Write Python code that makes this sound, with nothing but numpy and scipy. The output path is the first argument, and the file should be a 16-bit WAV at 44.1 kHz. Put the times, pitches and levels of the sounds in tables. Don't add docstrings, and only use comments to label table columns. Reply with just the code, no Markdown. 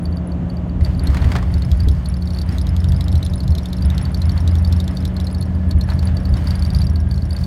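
import sys
import numpy as np
from scipy import signal
from scipy.fft import rfft, irfft, next_fast_len
from scipy.io import wavfile
from scipy.ndimage import uniform_filter1d, minimum_filter1d, map_coordinates

SR = 44100
rng = np.random.default_rng(int(sys.argv[2]) if len(sys.argv) > 2 else 0)


def materialize(psi):
    bounded = np.clip(np.atleast_2d(psi).T, -1, 1)
    quanta = np.round(bounded * 32767).astype(np.int16)
    wavfile.write(sys.argv[1], SR, quanta)


N = 328986
TOP_HZ = 15900

# t/s, jolt level/dB, level of the rumble stirred up/dB
BUMPS = [(0.81, -4, -15.5), (1.085, -2.5, -15.5), (1.25, 0.5, -10), (1.546, -5.5, -24), (1.712, -7, -21),
         (1.867, 1.5, -11), (2.9, -9, -14.5), (3.13, -2, -20), (3.489, -4.5, -12), (3.85, -4, -12),
         (5.745, -1.5, -13.5), (6.125, -10, -15.5), (6.319, -4, -17), (6.766, -25, -9.5)]


def amp(db):
    return 10 ** (np.asarray(db) / 20)


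def unit(x):
    return x / np.sqrt(np.mean(x ** 2) + 1e-20)


def along(points, hz):
    f, v = np.transpose(points)
    return np.interp(np.log(hz + 1), np.log(f + 1), v)


def curves(rows):
    times, *columns = np.transpose(rows)
    return [np.interp(np.arange(N) / SR, times, column) for column in columns]


def at(curve, s):
    return curve[int(np.clip(s * SR, 0, N - 1))]


def wobble(rate):
    return map_coordinates(rng.standard_normal(int(N * rate / SR) + 4), [np.arange(N) * rate / SR])


def filtered(x, response):
    size = next_fast_len(N + SR // 2)
    return irfft(rfft(x, size) * response(np.fft.rfftfreq(size, 1 / SR)), size)[:N]


def noise(spectrum):
    return unit(filtered(rng.standard_normal(N), lambda hz: amp(along(spectrum, hz))))


def phase_of(hz):
    return 2 * np.pi * np.cumsum(hz) / SR


def add(track, s, sound):
    start = max(round(s * SR), 0)
    part = track[start:start + len(sound)]
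    part += sound[:len(part)]


def air(gain_db=-1):
    envelope = [(0, -29), (.9, -30), (1.3, -27), (1.5, -33), (2.1, -34.5), (2.6, -32.5), (6.3, -30.5),
                (7, -33.5)]
    spectrum = [(20, -45), (100, -4), (200, -2), (270, 0), (340, -9), (480, -14.5), (620, -10),
                (760, -17.5), (1100, -22), (2550, -36), (3000, -35), (5000, -51), (7000, -50.5),
                (11000, -64), (16000, -77)]
    level_db, = curves(envelope)
    return amp(level_db + gain_db + 0.36 * wobble(9.9)) * noise(spectrum)


def engines(hum_db=-1, overtone_db=-23, whine_db=-4):
    # t/s, f/Hz, level/dB
    fan_track = [(0, 79.4, -23), (.7, 81, -29.5), (1.6, 82.1, -22.5), (2.4, 83.43, -23),
                 (3.05, 85.65, -14.5), (3.7, 84, -32.5), (4.3, 83.06, -14.5), (4.68, 83, -13.5),
                 (5, 82.64, -24), (5.5, 82.76, -16.5), (6.2, 80.93, -18.5), (7, 78.27, -16),
                 (7.46, 79, -20.5)]
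    core_track = [(0, 175, -24.5), (2.1, 178.9, -28.5), (5.2, 183.4, -25.5), (6.2, 184.7, -26),
                  (7.46, 184.8, -30.5)]
    whine_track = [(0, 1763, -81), (3.2, 1718, -59), (4.8, 1717, -55), (5.75, 1715, -50.5),
                   (6.7, 1639, -52.5), (7.46, 1611, -53)]
    fan_hz, fan_level = curves(fan_track)
    core_hz, core_level = curves(core_track)
    whine_hz, whine_level = curves(whine_track)
    fan = amp(fan_level + hum_db + 1.23 * wobble(16))
    fan *= np.sin(phase_of(fan_hz + 0.88 * wobble(6.6)))
    core_phase = phase_of(core_hz + 0.37 * wobble(8))
    core = amp(core_level + hum_db + 0.78 * wobble(9))
    core *= np.sin(core_phase) + amp(overtone_db) * np.sin(2 * core_phase)
    whine = amp(whine_level + whine_db + 3 * wobble(60))
    whine *= np.sin(phase_of(whine_hz + 35 * wobble(160)))
    return np.sqrt(2) * (fan + core + whine)


def wheels(gain_db=-5, rise_s=0.046, fall_s=0.1, evenness=0.98, window_s=0.059):
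    rolling = [(0, -19), (.72, -18.5), (.85, -14), (1.9, -14.5), (2.2, -16.5), (2.6, -12.5), (3.7, -19),
               (4.2, -14), (5.55, -18), (5.9, -16), (7.46, -14.5)]
    spectrum = [(15, -69), (30, -35), (42, -2.5), (54, 3.5), (62, 8.5), (73, 7.5), (92, -1), (135, 0),
                (165, -8.5), (200, -15.5), (300, -41), (800, -120)]
    t = np.arange(N) / SR
    level_db, = curves(rolling)
    power = amp(level_db + 1.15 * wobble(7)) ** 2
    for s, _, db in BUMPS:
        power += amp(db) ** 2 * np.exp(-np.maximum((s - t) / rise_s, (t - s) / fall_s) ** 2)
    rumble = noise(spectrum)
    running_rms = np.sqrt(np.abs(uniform_filter1d(rumble ** 2, int(window_s * SR))) + 1e-6)
    return amp(gain_db) * np.sqrt(power) * unit(rumble / running_rms ** evenness)


def jolts(rise_s=0.0068, thud_db=-28, thud_t60=0.15, thud_growth=3.9):
    modes = [(60.6, -3, 0.082), (76.3, 1.5, 0.2), (114.4, -1, 0.083), (263, -23.5, 0.057),
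             (342, -19.5, 0.057)]
    floor = [(100, -17), (200, -8), (300, 2), (420, -6), (620, -34), (2000, -70)]
    ringing, thud = np.zeros((2, N))
    t = np.arange(SR // 3) / SR
    rise = 1 - np.exp(-(t / rise_s) ** 2)
    for s, db, _ in BUMPS:
        detunings = rng.normal(1, 0.056, len(modes))
        ring = sum(amp(level - 60 * t / t60) * np.sin(2 * np.pi * hz * detune * t)
                   for (hz, level, t60), detune in zip(modes, detunings))
        add(ringing, s, amp(db) * ring * rise)
        add(thud, s, amp(thud_db + thud_growth * db - 60 * t / thud_t60) * rise)
    return ringing + thud * noise(floor)


def shaking(threshold_db=-49, rustle_growth=0.53, rise_s=0.037, fall_s=0.077):
    vibration = [(0, -64), (.78, -57.5), (1, -45.5), (1.9, -43.5), (2.2, -48.5), (2.6, -45), (3.05, -43.5),
                 (3.38, -48), (3.85, -44.5), (4.55, -43.5), (5.1, -46), (5.35, -48), (6.25, -47.5),
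                 (6.7, -43.5), (7.05, -48), (7.46, -45)]
    rattles = [(.83, 0.046, 10, 7.5), (1.067, .27, 6, 7.5), (2.5, 0.056, 2.5, 5), (5.895, 0.036, 4.5, 8.5),
               (6.04, 0.038, 3, 9), (6.363, .17, 5, 9), (7.413, 0.039, -0.5, 7)]
    t = np.arange(N) / SR
    level_db, = curves(vibration)
    rustle_db = rustle_growth * (level_db - level_db.mean())
    for s, length_s, clatter_db, bright_db in rattles:
        fit = np.clip(np.minimum(1 + (t - s) / rise_s, 1 + (s + length_s - t) / fall_s), 0, 1)
        level_db += clatter_db * fit
        rustle_db += bright_db * fit
    return level_db, rustle_db, 1 / (1 + amp(2 * (threshold_db - level_db)))


def fittings(gain_db=2):
    spectrum = [(100, -42), (300, -20), (700, 9), (1300, 5.5), (2050, 4), (2550, -2.5), (3000, -1.5),
                (3600, -4.5), (4500, -20), (5000, -31), (7500, -41), (16000, -74)]
    level_db, _, loose = shaking()
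    grains = unit(amp(2 * wobble(350) + 1.65 * wobble(35)))
    return loose * amp(level_db + gain_db + 1.2 * wobble(9)) * grains * noise(spectrum)


def rustle(gain_db=-58, rest_db=-72):
    spectrum = [(1000, -50), (3000, -10), (4500, 9), (6000, -1), (7100, -1), (7700, -8), (8600, 1.5),
                (9800, -6.5), (10400, -13), (12000, -5), (14000, -11), (16000, -9)]
    _, stirred_db, loose = shaking()
    grains = unit(amp(1.8 * wobble(400)))
    envelope = amp(rest_db) + loose * amp(gain_db + stirred_db + 2 * wobble(14))
    return envelope * grains * noise(spectrum)


def knocks(gain_db=-6, rise_s=0.00062, clack_t60=0.031, boom_t60=0.051):
    impacts = [(0.809, -29, -4), (.86, -27.5, -6), (1.101, -22.5, -9), (1.145, -19, -16), (1.169, -17, -11),
               (1.222, -25, -18), (1.243, -20.5, -18), (1.318, -16.5, -4), (1.353, -16, 3.5),
               (1.362, -15, -24), (1.385, -26, 4), (1.426, -24, 2.5), (5.888, -29.5, 8.5),
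               (5.918, -30.5, 10), (6.028, -24, -11)]
    # f/Hz, spectral level/dB
    plastic = [(200, -27), (700, 5), (1400, -0.5), (2100, 2), (2700, -6.5), (3500, -2), (5400, -10.5),
               (7000, -12.5), (12000, -23.5), (16000, -28)]
    hollow = [(300, -12), (650, 0), (1100, -1.5), (2200, -9.5), (5000, -46)]
    clack, boom = np.zeros((2, N))
    t = np.arange(SR // 8) / SR
    for s, db, body_db in impacts:
        strike = amp(db + gain_db) * (1 - np.exp(-t / rise_s))
        add(clack, s, strike * amp(-60 * t / clack_t60))
        add(boom, s, strike * amp(body_db - 60 * t / boom_t60))
    return clack * noise(plastic) + boom * noise(hollow)


def stuck_db(loose, s):
    share = at(loose, s)
    return 20 * np.log10(share * min(1, 2 * share))


def slips(loose, rock_hz=12.3, later_db=-3, back_lag_s=0.032, back_hz=5490, back_db=-35.5,
          strays=30, stray_hz=4430, stray_db=-36):
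    # first stroke t/s, last stroke t/s, level/dB, opening f/Hz, later f/Hz
    bouts = [(0.502, 0.571, -36, 4520, 4610), (1.542, 1.623, -29, 4470, 4390),
             (1.805, 1.887, -28, 4550, 3620), (2.06, 2.307, -30, 4430, 4450),
             (2.389, 2.492, -27, 4500, 4640), (2.585, 2.67, -31, 3760, 3570),
             (2.766, 2.922, -29.5, 3650, 3630), (3.01, 3.23, -28.5, 3810, 3785),
             (3.265, 3.338, -32, 3530, 3796), (3.406, 3.553, -29, 4470, 3690),
             (3.585, 3.732, -29.5, 3880, 3600), (3.825, 3.981, -29, 4640, 3600),
             (4.147, 4.22, -24.5, 4510, 4180), (4.296, 4.379, -27.5, 4480, 4500),
             (4.478, 4.555, -29, 3660, 3640), (4.65, 4.88, -27, 4524, 3730),
             (4.972, 5.054, -27, 4500, 3620), (5.168, 5.202, -30.5, 4330, 3570),
             (5.271, 5.427, -28.5, 4310, 4400), (5.813, 5.994, -27.5, 4160, 4420),
             (6.171, 6.341, -29, 4530, 4550), (6.474, 6.555, -27, 4640, 4700),
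             (6.625, 6.705, -26.5, 4470, 4590), (6.75, 6.819, -23, 4630, 4600),
             (6.87, 6.96, -27.5, 4690, 4540), (7.144, 7.223, -33, 4500, 4460),
             (7.367, 7.441, -28, 4550, 4490)]
    lone_slips = [(.041, -44, 10100), (.057, -30.5, 4570), (.128, -40, 4530), (.172, -34, 4570),
                  (.275, -40, 10150), (.321, -39.5, 4480), (.697, -42, 4550), (.85, -26.5, 4600),
                  (.996, -29.5, 4560), (1.038, -32, 10540), (1.073, -27.5, 4110), (1.717, -28.5, 3650),
                  (2.089, -29.5, 9860), (2.276, -34, 4470), (2.349, -32.5, 4440), (2.417, -28.5, 4570),
                  (2.614, -33, 4730), (3.128, -35.5, 3670), (3.25, -34, 9860), (3.359, -30.5, 9820),
                  (3.859, -33, 9950), (4.029, -31.5, 9870), (4.055, -29.5, 4520), (5.329, -37, 10000),
                  (5.411, -32.5, 9960), (5.712, -27.5, 4460), (6.056, -30, 10080), (6.074, -30.5, 4590),
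                  (6.509, -26, 4640), (6.652, -27.5, 4630), (6.761, -33, 4900), (6.788, -30.5, 4800),
                  (7.114, -28.5, 4570), (7.309, -29, 4570), (7.331, -32, 4720)]
    rows = list(lone_slips)
    for first_s, last_s, db, opening_hz, later_hz in bouts:
        periods = max(1, round((last_s - first_s) * rock_hz))
        for k, s in enumerate(np.linspace(first_s, last_s, 1 + periods)):
            pitch, lag, size = rng.standard_normal(3)
            rows.append((s, db + later_db, later_hz * (1 + 0.01 * pitch)) if k else (s, db, opening_hz))
            back_s = s + back_lag_s + 0.008 * lag
            back_level = back_db + stuck_db(loose, s) + 2 * size
            rows.append((back_s, back_level, back_hz * (1 - 0.04 * abs(pitch))))
    for s in rng.uniform(0, N / SR, strays):
        size, pitch = rng.standard_normal(2)
        rows.append((s, stray_db + stuck_db(loose, s) + 3 * size, stray_hz * (1 + 0.05 * pitch)))
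    return rows


def chirp(t, hz, length_s, jitter, harmonics_db=(0, -21, -23)):
    bend = [(3600, 0.074), (4450, 0.0113), (5400, -0.0407), (10000, 0.015)]
    progress = t / length_s
    grip = np.exp(-np.abs(progress) ** np.where(progress < 0, 3, 1.5))
    unsteady = unit(uniform_filter1d(rng.standard_normal(len(t)), size=24))
    phase = phase_of(hz * (1 + along(bend, hz) * np.tanh(progress) + jitter * unsteady))
    tone = sum(amp(db) * np.sin(k * phase) for k, db in enumerate(harmonics_db, 1) if k * hz < TOP_HZ)
    return grip, grip * tone


def trim_panel(squeak_db=1, roughness=0.09, calm_db=-7, whistle_hz=10200, after_db=-6, before_db=-17):
    scratchiness = [(3600, 1.5), (4400, -8.5), (4650, -11), (5300, -6.5), (10000, -19)]
    durations = [(3600, 0.0018), (4450, 0.0028), (4700, 0.002), (5400, 0.0016), (10000, 0.0021)]
    scrape = [(500, -67), (2500, -5), (3100, -10), (3600, 8.5), (4600, 3), (5500, -2.5), (7200, -5),
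              (7900, -7.5), (9800, -10), (10400, -8), (11900, -2), (12500, -11), (15500, -35)]
    tones, rubbing = np.zeros((2, N))
    t = np.arange(-SR // 50, SR // 50) / SR
    _, _, loose = shaking()
    rows = slips(loose)
    for (s, db, hz), (stretch, pitch, lead) in zip(rows, rng.standard_normal((len(rows), 3))):
        scratch = amp(along(scratchiness, hz) + calm_db * (1 - at(loose, s)) ** 2)
        length_s = along(durations, hz) * np.exp(0.14 * stretch)
        grip, tone = chirp(t, hz, length_s, roughness * scratch)
        add(tones, s + t[0], amp(db) * tone)
        add(rubbing, s + t[0], amp(db) * scratch * grip)
        if 4000 < hz < 7000:
            lag_s, whistle_db = (0.0035, after_db) if hz > 4700 else (-0.019 + 0.0076 * lead, before_db)
            pitch_hz = whistle_hz * (1 + 0.0174 * pitch)
            _, whistle = chirp(t, pitch_hz, along(durations, whistle_hz), jitter=0.015)
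            add(tones, s + t[0] + lag_s, amp(db + whistle_db) * whistle)
    return amp(squeak_db) * tones + rubbing * noise(scrape)


def cabin_echo(x, gap_s=0.003):
    decay = [(500, 0.17), (4500, 0.048), (12000, 0.03)]
    hz, t, bands = signal.stft(rng.standard_normal(SR // 4), SR, nperseg=256)
    _, tail = signal.istft(bands * amp(-60 * t / along(decay, hz)[:, None]), SR, nperseg=256)
    tail = np.pad(tail / np.linalg.norm(tail), (int(gap_s * SR), 0))
    return signal.fftconvolve(x, tail)[:N]


def scene(echo_db=-10):
    near = trim_panel() + knocks()
    aircraft = wheels() + jolts() + engines() + air() + fittings() + rustle()
    return (near + amp(echo_db) * cabin_echo(near) + aircraft)[None]


def record(dry, ceiling=0.7):
    hold = SR // 40
    needed = ceiling / np.maximum(np.abs(dry[0]), ceiling)
    gain = uniform_filter1d(minimum_filter1d(needed, hold), hold)
    return filtered(dry[0] * gain, lambda hz: hz < TOP_HZ)[None]


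dry = scene()
out = record(dry)
materialize(out)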